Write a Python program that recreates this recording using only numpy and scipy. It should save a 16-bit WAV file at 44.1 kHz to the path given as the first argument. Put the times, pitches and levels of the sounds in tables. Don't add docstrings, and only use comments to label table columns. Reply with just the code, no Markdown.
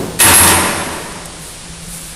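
import sys
import numpy as np
from scipy import signal
from scipy.fft import rfft, irfft
from scipy.io import wavfile

SR = 44100
rng = np.random.default_rng(int(sys.argv[2]) if len(sys.argv) > 2 else 0)


def file_out(sig):
    cols = np.atleast_2d(sig).T
    lim = np.clip(cols, -1, 1)
    pcm = np.round(lim * 32767).astype(np.int16)
    wavfile.write(sys.argv[1], SR, pcm)


N = 94815
T = np.arange(N) / SR

# frequency_hz, t60_s
HALL_DECAY = [(80, 1.33), (300, 2.27), (1000, 1.86), (2500, 1.4), (5000, 1.82), (10000, 1.15)]
HALL_RISE_S = 0.14


def undb(db):
    return 10 ** (np.asarray(db) / 20)


def along(points, hz):
    frequencies, values = np.array(points, float).T
    return np.interp(np.log(np.maximum(hz, 1)), np.log(frequencies), values)


def colour(x, spectrum):
    return irfft(rfft(x) * undb(along(spectrum, np.fft.rfftfreq(N, 1 / SR))), N)


def noise(spectrum):
    x = colour(rng.standard_normal(N), spectrum)
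    return x / x.std()


def drift(rate_hz):
    count = N // 32
    lowpass = np.exp(-(np.fft.rfftfreq(count, T[-1] / count) / rate_hz) ** 2)
    x = irfft(rfft(rng.standard_normal(count)) * lowpass, count)
    return np.interp(T, np.linspace(0, T[-1], count), x / x.std())


def ringing(hits, t60_s, rise_s=0.00031):
    kicks = np.zeros(N)
    for start_s, level_db in hits:
        kicks[max(int(start_s * SR), 0)] += undb(level_db) ** 2
    keep = np.exp(-2 * np.log(1000) / (t60_s * SR))
    fill = np.exp(-1 / (rise_s * SR))
    energy = signal.lfilter([keep * (1 - fill)], [1, -keep * (1 + fill), keep ** 2 * fill], kicks + 1e-18)
    return np.sqrt(abs(energy))


def swells(gestures):
    envelope = 0
    for start_s, length_s, level_db in gestures:
        progress = np.clip((T - start_s) / length_s, 0, 1)
        envelope += undb(level_db) * np.sin(np.pi * progress ** 0.61) ** 2
    return envelope


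def room_tone():
    spectrum = [(25, -1.5), (50, 3), (100, -5.5), (200, -11.5), (400, -11), (1000, -14), (2000, -15),
                (4000, -14), (7000, -17), (9500, -12.5), (10800, -19.5), (12500, -38), (15000, -92)]
    level_db = -29 + 0.14 * drift(4.6)
    return undb(level_db) * noise(spectrum)


def machine_hum():
    throb = [(0, -26), (.79, -31), (.9, -29.5), (1.22, -33), (1.34, -36.5), (1.42, -28.5), (1.49, -44.5),
             (1.63, -36), (1.71, -29.5), (1.8, -33.5), (1.87, -28.5), (1.98, -32), (2.02, -37), (2.15, -37)]
    level_db = np.interp(T, *np.array(throb).T) + 2.5 * drift(30)
    pitch_hz = 165.5 + 4.88 * drift(20)
    return undb(level_db) * np.sin(2 * np.pi * np.cumsum(pitch_hz) / SR)


def thud():
    spectrum = [(40, -24), (100, 1.5), (170, -1), (400, 3.5), (600, -4.5), (1000, -10), (2000, -21),
                (6000, -30.5)]
    return noise(spectrum) * ringing([(0.0005, -16)], t60_s=1.0)


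def handling():
    scuff_moves = [(.86, 0.38, -35.5), (1.37, 0.3, -32.5), (1.79, 0.25, -36), (1.88, .24, -28),
                   (2.0, 0.25, -32)]
    scuff_spectrum = [(500, -21), (2000, -23), (4500, -19), (7000, -13), (9400, -4.5), (11000, -10.5),
                      (14000, -23), (16000, -35)]
    bump_moves = [(1.65, 0.27, -33), (1.83, .15, -33)]
    bump_spectrum = [(25, -7), (50, 15), (100, 0), (170, 0), (300, -16), (900, -45)]
    tick_hits = [(1.122, -29), (1.256, -20.5)]
    scuffs = noise(scuff_spectrum) * undb(1.5 * drift(220)) * swells(scuff_moves)
    bumps = noise(bump_spectrum) * swells(bump_moves)
    ticks = noise(scuff_spectrum) * ringing(tick_hits, t60_s=0.032)
    return scuffs + bumps + ticks


def hall_tail(spectrum, hits):
    source = rfft(noise(spectrum))
    octave = np.log2(np.clip(np.fft.rfftfreq(N, 1 / SR), 100, 12800) / 100)
    tail = 0
    for k in range(8):
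        band = irfft(source * np.maximum(1 - abs(octave - k), 0), N)
        tail += band * ringing(hits, along(HALL_DECAY, 100 * 2 ** k), HALL_RISE_S)
    return tail


def struck_modes(pitches, modes, hits, rise_s):
    wander_hz, flutter_db, echo_db = 4.02, 2.2, -13
    sound = 0
    for pitch_hz, (level_db, t60_s) in zip(pitches, modes):
        phase = 2 * np.pi * (np.cumsum(pitch_hz + wander_hz * drift(15.8)) / SR + rng.random())
        direct = undb(flutter_db * drift(26)) * ringing(hits, t60_s, rise_s) * np.sin(phase)
        hall_swell = drift(11.5) * ringing(hits, along(HALL_DECAY, pitch_hz), HALL_RISE_S)
        echo = undb(echo_db) * hall_swell * np.cos(phase)
        sound += undb(level_db) * (direct + echo)
    return sound


def steel_can():
    blows = [(0.19, -22, -16.5, -37, -40), (.201, -11, 1, -5.5, -20), (0.211, 1, -10, -25, -21),
             (0.242, -20, -5.5, -4.5, -0.5), (.258, -16, -3, -2.5, -7), (0.283, -21, -1, -0.5, 2),
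             (0.338, 4.5, 1.5, -24, -30), (.400, -15, -18, -3, 1.5), (0.431, -20, -5.5, -6, -1.5),
             (0.474, -9.5, -4, -17, -14), (0.511, -29, -29, -9, -8.5), (.925, -47, -32, -27.5, -29),
             (1.135, -55, -42, -33, -40)]
    rim_hz = [8160, 8537, 9098, 10910, 11062, 11184, 11467, 11552]
    rim_modes = [(-16, 1), (-8.5, 0.61), (-9, 0.92), (-12, 0.55), (-2.5, 0.39), (1, 0.5), (-26, 0.52),
                 (-7.5, 0.63)]
    lid_hz = [1805, 1885, 2568, 2640, 2918, 3548]
    lid_modes = [(-10.5, 0.33), (-8.5, 0.36), (-8.5, 0.23), (-13, 0.24), (-18.5, 0.45), (-16, 0.48)]
    wall_hz = [258, 329, 393, 581, 754, 904, 948, 1007, 1168, 1400, 1690, 2180, 2503, 3752, 4185, 5010,
               5350]
    wall_modes = [(-15, 0.3), (-15, 1.16), (-23, 0.65), (-22, 1.96), (-14.5, 0.88), (-9, 0.61),
                  (-10.5, 0.48), (-18.5, 1.53), (-14.5, 0.98), (-18, 1.14), (-17.5, 0.99), (-23, 0.69),
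                  (-18, 0.53), (-17, 0.62), (-23, 0.48), (-32, 0.64), (-25.5, 1.36)]
    boom_hz = [86.5, 187]
    boom_modes = [(-4, 0.29), (-14, 0.71)]
    clash_spectrum = [(300, -15), (1500, 6), (2800, 6.5), (4500, 6), (7000, 2.5), (9000, 9.5), (11500, 6.5),
                      (14000, -25), (16000, -33)]
    clang_spectrum = [(40, -21), (130, 1), (320, 0.5), (480, -1.5), (700, -1.5), (1000, 1.5), (1350, -1.5),
                      (1850, -1.5), (2700, -5.5), (4000, -17), (7000, -19), (15000, -42)]
    ring_hits, clash_hits, clang_hits, boom_hits = (np.array(blows)[:, [0, k]] for k in range(1, 5))
    rim = struck_modes(rim_hz, rim_modes, ring_hits, rise_s=0.0023)
    lid = struck_modes(lid_hz, lid_modes, clash_hits, rise_s=0.003)
    wall = struck_modes(wall_hz, wall_modes, clang_hits, rise_s=0.0018)
    boom = struck_modes(boom_hz, boom_modes, boom_hits, rise_s=0.011)
    chatter = undb(2.3 * drift(140))
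    clash = noise(clash_spectrum) * ringing(clash_hits, t60_s=0.3)
    clang = undb(-0.5) * noise(clang_spectrum) * ringing(clang_hits, t60_s=0.44, rise_s=0.0044)
    clash_tail = undb(-13) * hall_tail(clash_spectrum, clash_hits)
    clang_tail = undb(-7.5) * hall_tail(clang_spectrum, clang_hits)
    return rim + lid + wall + boom + chatter * (clash + clang) + clash_tail + clang_tail


def scene():
    mono = steel_can() + room_tone() + machine_hum() + thud() + handling()
    return np.tile(mono, (2, 1))


def record(dry):
    response = [(20, -2), (9000, -2), (12000, -0.5), (14300, 3), (15000, -17), (16000, -12)]
    overload_level, knee, top_hz = 0.71, 6.0, 15700
    oversampled = signal.resample_poly(dry, 2, 1, axis=1)
    flattened = oversampled / (1.5 + abs(oversampled / overload_level) ** knee) ** (1 / knee)
    heard = colour(signal.resample_poly(flattened, 1, 2, axis=1), response)
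    top_cut = signal.ellip(10, 0.05, 60, top_hz, fs=SR, output="sos")
    return signal.sosfiltfilt(top_cut, heard)


dry = scene()
out = record(dry)
file_out(out)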